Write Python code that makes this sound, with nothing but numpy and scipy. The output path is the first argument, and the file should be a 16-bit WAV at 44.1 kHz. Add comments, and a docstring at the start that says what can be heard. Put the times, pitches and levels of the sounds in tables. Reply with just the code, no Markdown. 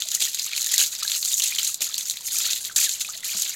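"""Hosing down a dog

Water from a hose pours over a dog's back and falls on stone paving, close by and outdoors.
A dense spray of droplets swells as the stream slips off the coat and hits the stone. Fat drops slap,
gushes thud, air pockets gurgle and bubbles ring in the puddles. The ground and nearby walls return
a short echo, and a faint outdoor rumble lies underneath."""
import sys
import numpy as np
from scipy import signal
from scipy.fft import rfft, irfft
from scipy.io import wavfile

SR = 44100
rng = np.random.default_rng(int(sys.argv[2]) if len(sys.argv) > 2 else 0)


def wav_out(sig):
    """Save sig, one row per channel (or a flat mono array), as 16-bit PCM at SR to the path in sys.argv[1]."""
    wavfile.write(sys.argv[1], SR, np.round(np.clip(np.atleast_2d(sig).T, -1, 1) * 32767).astype(np.int16))


N = 156555

# tone of the outdoor bed (frequency [Hz], relative level [dB])
AIR_SPECTRUM = [(20, -6), (45, -22), (70, -7), (100, -3.5), (140, -6.5), (205, -6), (300, -12), (600, -11),
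                (1500, -12), (8000, -34)]
# gushes landing with a thud (time [s], level [dB], decay [s], upper edge [Hz])
GUSHES = [(.21, -57, 0.053, 900), (.79, -50.5, 0.029, 900), (1.806, -45.5, 0.027, 900),
          (2.761, -36, .0035, 3200), (3.345, -43.5, 0.01, 1100)]
# gurgling air pockets (time [s], length [s], start pitch [Hz], end pitch [Hz], level [dB])
AIR_POCKETS = [(2.861, .034, 1950, 1380, -34), (3.15, .025, 600, 760, -52), (3.347, .055, 200, 215, -49)]
# large bubbles in the puddles (time [s], start pitch [Hz], relative level [dB])
LARGE_BUBBLES = [(.021, 3330, -18.5), (.057, 636, -41.5), (0.174, 1890, -30.5), (0.274, 1810, -29),
                 (.395, 4820, -14), (0.465, 1240, -35), (.532, 2360, -15.5), (0.668, 1770, -25.5),
                 (0.7395, 1910, -17), (0.813, 1540, -19), (1.025, 1240, -27), (1.05, 1590, -24),
                 (1.117, 3810, -13), (1.228, 4240, -24), (1.282, 3510, -21.5), (1.332, 3650, -12),
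                 (1.403, 2920, -13), (1.523, 2340, -20), (1.585, 3000, -12), (1.668, 3910, -14),
                 (2.206, 950, -41), (2.697, 1490, -28), (2.711, 1280, -35), (2.786, 2420, -19),
                 (2.8128, 3370, -18), (3.048, 2450, -23.5), (3.088, 1207, -30), (3.101, 1400, -33),
                 (3.233, 1930, -26), (3.293, 2390, -22), (3.345, 1140, -37)]
# tone of water hitting stone (frequency [Hz], relative level [dB])
SPLASH_SPECTRUM = [(100, -52), (200, -25), (400, -27), (650, -19.5), (900, -25), (1500, -17.5), (2200, -11),
                   (3000, -6), (4100, 1.5), (5400, -7), (6400, 1.5), (7200, 2), (8000, -5.5), (8700, -6),
                   (9500, -14), (10600, -8), (12500, -8.5), (16000, -17)]
# lumps of water bursting into droplets (time [s], fine level [dB], coarse level [dB])
WATER_LUMPS = [(.149, -18.5, -31), (.222, -24.5, -22.5), (.719, -22, -30), (.740, -18, -28.5),
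               (1.163, -25.5, -36), (1.439, -22.5, -29), (1.594, -25.5, -29.5), (1.648, -22.5, -34),
               (1.674, -23.5, -38), (1.819, -23, -29), (2.454, -34, -27.5), (2.845, -29, -30.5),
               (3.011, -25, -29), (3.372, -27, -41), (3.399, -25, -44)]
# fat drops slapping the stone (time [s], relative crack level [dB], relative body level [dB])
FAT_DROPS = [(0.021, -28, -25), (0.0869, -26, -34), (0.1166, -26, -27), (0.2045, -26, -28),
             (0.2519, -25, -28), (0.3458, -22, -29), (0.3951, -26, -29), (0.4642, -26, -38),
             (0.5323, -35, -27), (0.5637, -26, -26), (0.5779, -25, -23), (0.6178, -24, -28),
             (0.6282, -24, -31), (0.6441, -23, -34), (0.6625, -22, -33), (0.669, -24, -30),
             (0.698, -29, -30), (0.7608, -24, -30), (0.7802, -15, -21), (0.7935, -21, -20), (0.8, -18, -23),
             (0.837, -25, -26), (0.8618, -23, -36), (0.951, -29, -33), (1.0311, -26, -28),
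             (1.0784, -26, -25), (1.098, -27, -27), (1.1174, -30, -22), (1.1496, -28, -25),
             (1.2276, -31, -22), (1.2495, -23, -31), (1.2573, -24, -30), (1.317, -23, -30),
             (1.3795, -24, -34), (1.3973, -19, -29), (1.4209, -23, -23), (1.5499, -26, -28),
             (1.5861, -25, -25), (1.6312, -22, -32), (1.7438, -23, -35), (1.807, -31, -33),
             (1.9423, -26, -27), (1.9806, -20, -28), (2.009, -29, -31), (2.0982, -21, -30),
             (2.1093, -24, -32), (2.1704, -32, -30), (2.3853, -16, -34), (2.5321, -21, -25),
             (2.65, -31, -29), (2.7616, -17, -22), (2.8928, -22, -27), (3.244, -30, -34),
             (3.4207, -19, -39), (3.4948, -27, -40)]
# swell of the falling spray (time [s], relative fine level [dB], relative coarse level [dB])
SPRAY_FLOW = [(0, -33, -34), (0.099, -36.5, -41.5), (0.123, -26.5, -31.5), (0.194, -34.5, -41),
              (0.215, -23, -23.5), (0.259, -26, -31), (0.31, -34, -36.5), (0.4, -29.5, -35.5),
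              (0.531, -36.5, -32), (0.579, -29, -36), (0.68, -29.5, -36), (0.71, -27.5, -29),
              (0.75, -27.5, -29), (0.777, -31, -36), (0.782, -20, -26), (0.815, -20, -24.5),
              (0.86, -25, -32), (0.895, -34, -38.5), (1.011, -31.5, -33), (1.091, -30.5, -34.5),
              (1.15, -26, -30.5), (1.21, -29.5, -42.5), (1.33, -23, -30.5), (1.371, -25.5, -44.5),
              (1.43, -23, -30), (1.5, -28, -31.5), (1.59, -29, -31.5), (1.69, -29.5, -35),
              (1.77, -39.5, -48), (1.798, -52, -47.5), (1.818, -22.5, -27.5), (1.91, -35, -36),
              (1.96, -34, -36), (2.06, -31, -39), (2.114, -29.5, -40.5), (2.16, -37.5, -42),
              (2.241, -37, -45), (2.286, -26, -36.5), (2.42, -26.5, -29), (2.52, -26, -29),
              (2.61, -34, -41.5), (2.679, -30.5, -35), (2.738, -44, -50), (2.759, -29.5, -44),
              (2.763, -19.5, -25.5), (2.853, -20.5, -24.5), (2.88, -32, -36), (2.92, -28, -34),
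              (2.979, -34, -41), (3.011, -29.5, -35), (3.041, -35, -40), (3.148, -37.5, -39.5),
              (3.238, -38.5, -45.5), (3.25, -27, -33.5), (3.319, -29, -31.5), (3.41, -25, -32.5),
              (3.55, -33, -34.5)]

SPLIT_HZ = 5000  # the splash has two bands: fine above, coarse below
FINE_TINT_HZ, COARSE_TINT_HZ, DROP_TINT_HZ = (4710, 16000), (1780, 5300), (2480, 4600)  # crater rings


def undb(db):
    """Decibels to gain."""
    return 10 ** (np.asarray(db) / 20)


def unit(x):
    """Scale to an energy of 1."""
    return x / np.sqrt(np.sum(x ** 2))


def convolve(x, response):
    """Filter by a response, keeping the length."""
    return signal.fftconvolve(x, response)[:len(x)]


def add(out, at, sound):
    """Mix a sound in at a time in seconds."""
    i = int(np.clip(at * SR, 0, N - 1))
    out[i:i + len(sound)] += sound[:N - i]


def colour(spectrum, band="all", size=2048):
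    """Impulse response of an EQ curve: all of it, its fine band or its coarse band."""
    hz, db = np.array(spectrum).T
    bins_hz = np.maximum(np.fft.rfftfreq(size, 1 / SR), 1)
    above = 1 / (1 + (SPLIT_HZ / bins_hz) ** 12)
    share = {"all": 1, "fine": above, "coarse": 1 - above}[band]
    gain = undb(np.interp(np.log(bins_hz), np.log(hz), db)) * np.sqrt(share + 1e-8)
    cepstrum = irfft(np.log(gain))
    cepstrum[1:size // 2] *= 2  # minimum phase keeps the attacks crisp
    cepstrum[size // 2 + 1:] = 0
    return unit(irfft(np.exp(rfft(cepstrum))))


def resonance(x, hz, q):
    """A band-pass with a gain of 1 at its centre."""
    angle = 2 * np.pi * min(hz, SR / 2 - 1) / SR
    width = np.sin(angle) / (2 * q)
    return signal.lfilter([width, 0, -width], [1 + width, -2 * np.cos(angle), 1 - width], x)


def burst(decay_s):
    """Noise that starts at once and dies away, with an energy of 1."""
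    t = np.arange(int(np.log(1000) * decay_s * SR) + 2) / SR
    return unit(rng.standard_normal(len(t)) * np.exp(-t / decay_s))


def strengths(count, spread_db):
    """Random gains: many soft hits and a few loud ones."""
    return undb(spread_db * np.minimum(rng.exponential(size=count), 3.5))


def outdoor_air(start_db=-61.5, swell_db_per_s=1):
    """A faint bed of rumbling noise that slowly swells."""
    rumble = convolve(rng.standard_normal(N), colour(AIR_SPECTRUM))
    return undb(start_db + swell_db_per_s * np.arange(N) / SR) * rumble


def yard_echo(x):
    """The walls around the paving return a faint, short tail."""
    response = np.zeros(N)
    add(response, at=.008, sound=undb(-16) * burst(decay_s=.035))
    response[0] += 1
    return convolve(x, unit(response))


def gushes(low_hz=150):
    """A mass of water landing at once gives a dull thud, or a short smack on bare stone."""
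    out = np.zeros(N)
    for start, db, decay_s, top_hz in GUSHES:
        band = signal.butter(2, [low_hz, top_hz], "band", fs=SR, output="sos")
        thud = unit(signal.sosfilt(band, burst(decay_s)))
        add(out, start, undb(db) * np.sqrt(decay_s * SR / 2) * thud)
    return out


def gurgles():
    """A pocket of air in the water swells and fades, its pitch sliding as it changes size."""
    out = np.zeros(N)
    for start, length, from_hz, to_hz, db in AIR_POCKETS:
        age = np.linspace(0, 1, int(length * SR))
        hz = from_hz * (to_hz / from_hz) ** age
        envelope = np.sin(np.pi * np.sqrt(age)) ** 2  # quick swell, slower fade
        add(out, start, undb(db) * envelope * np.sin(2 * np.pi * np.cumsum(hz) / SR))
    return out


def bubble(hz, cycles, rise=.03, pop_cycles=3):
    """A bubble pinches off with a pop, rings briefly and rises in pitch; the stones scatter the ring."""
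    decay_s = cycles / hz
    age = np.arange(int(np.log(1000) * decay_s * SR)) / SR / decay_s  # in decay times
    envelope = np.exp(-age) * (1 - np.exp(-age * cycles))
    ring = envelope * np.sin(2 * np.pi * cycles * (age + rise * age ** 2 / 2))
    noise = resonance(rng.standard_normal(len(age)), hz, q=2.2)
    pop = undb(-12) * noise / noise.std() * np.exp(-age * cycles / pop_cycles)
    paths = undb(-8) * burst(decay_s=.006)
    paths[0] += 1
    return signal.fftconvolve(ring + pop, unit(paths))


def puddles(fizz_per_s=320, low_hz=1200, high_hz=5280, tilt_db_per_octave=9.5):
    """Large bubbles plink, high ones for more cycles; small ones fizz as loud as the flow drives them."""
    out = np.zeros(N)
    for start, hz, db in LARGE_BUBBLES:
        add(out, start, undb(db + .3) * bubble(hz, cycles=4.4 * np.sqrt(hz / 1000)))
    times, _, coarse_db = np.array(SPRAY_FLOW).T
    count = int(fizz_per_s * N / SR)
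    for (when, pitch), strength in zip(rng.random((count, 2)), strengths(count, spread_db=3.3)):
        start, hz = when * N / SR, low_hz + pitch * (high_hz - low_hz)
        db = np.interp(start, times, coarse_db) + 7.5 + tilt_db_per_octave * np.log2(hz / high_hz)
        add(out, start, strength * undb(db) * bubble(hz, cycles=5))
    return out


def impact(spatter_s=.0008, mist_db=-4):
    """One drop hits the stone: a click, a short burst of spatter, then a fading mist."""
    spatter = burst(spatter_s)
    mist = undb(mist_db) * burst(decay_s=.0083)
    sound = np.zeros(max(len(spatter), len(mist)))
    sound[:len(spatter)] += spatter
    sound[:len(mist)] += mist
    sound[0] += undb(-6.5)  # the click
    return unit(sound)


def tinted(sound, hz):
    """Give an impact the ring of its own splash crater."""
    return unit(sound + undb(7) * resonance(sound, hz, q=5.75))


def splat(centre, tint_hz, count=16, scatter_s=.0045):
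    """A lump of water breaks into droplets that land around one moment, the largest in the middle."""
    out = np.zeros(N)
    lags = np.linspace(-2, 2, count) + rng.uniform(-1, 1, count) * 2 / count
    for lag, hz in zip(lags, rng.uniform(*tint_hz, count)):
        add(out, centre + lag * scatter_s, np.exp(-abs(lag)) * tinted(impact(), hz))
    return unit(out) * np.sqrt(2 * scatter_s * SR)


def spray(flow_db, per_s, spread_db, tint_hz, per_cluster=3, scatter_s=.003):
    """Droplets patter in small clusters at the level of the flow: crowded in a gush, sparse in a lull."""
    out = np.zeros(N)
    clusters = int(per_s * N / SR / per_cluster)
    count = clusters * per_cluster
    density = np.sqrt(undb(flow_db))
    centres = np.searchsorted(np.cumsum(density) / density.sum(), rng.random(clusters)) / SR
    starts = np.repeat(centres, per_cluster) + scatter_s * rng.standard_normal(count)
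    for start, hz, strength in zip(starts, rng.uniform(*tint_hz, count), strengths(count, spread_db)):
        add(out, start, strength * tinted(impact(mist_db=2.5), hz))
    levelled = unit(out / np.sqrt(density)) * np.sqrt(N)  # crowding sets texture, flow sets loudness
    return levelled * undb(flow_db)


def splash():
    """Fine and coarse spray ride the flow; fat drops and bursting lumps of water cut through it."""
    t = np.arange(N) / SR
    times, fine_db, coarse_db = np.array(SPRAY_FLOW).T
    fine = spray(np.interp(t, times, fine_db) - 1.5, per_s=1800, spread_db=6, tint_hz=FINE_TINT_HZ)
    coarse = spray(np.interp(t, times, coarse_db) - 6.2, per_s=720, spread_db=4.5, tint_hz=COARSE_TINT_HZ)
    drop_gain = np.sqrt(.0045 * SR)  # a slap packs the energy of 4.5 ms at its level
    for (start, crack_db, body_db), hz in zip(FAT_DROPS, rng.uniform(*DROP_TINT_HZ, len(FAT_DROPS))):
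        slap = impact(spatter_s=.0016)
        add(fine, start, drop_gain * undb(crack_db + .5) * slap)
        add(coarse, start, drop_gain * undb(body_db - 3.5) * tinted(slap, hz))
    for centre, spatter_db, body_db in WATER_LUMPS:
        fine += undb(spatter_db) * splat(centre, FINE_TINT_HZ)
        coarse += undb(body_db) * splat(centre, COARSE_TINT_HZ)
    sizzle = convolve(fine, colour(SPLASH_SPECTRUM, "fine"))
    body = convolve(coarse, colour(SPLASH_SPECTRUM, "coarse"))
    return sizzle + body


def scene():
    """The water in its yard over the outdoor bed, in mono."""
    air = outdoor_air()
    water = splash() + puddles() + gurgles() + gushes()
    return (yard_echo(water) + air)[None]


def record(dry):
    """A steep low-pass trims the very top."""
    return signal.sosfilt(signal.ellip(10, .2, 70, 15900, fs=SR, output="sos"), dry)


dry = scene()
out = record(dry)
wav_out(out)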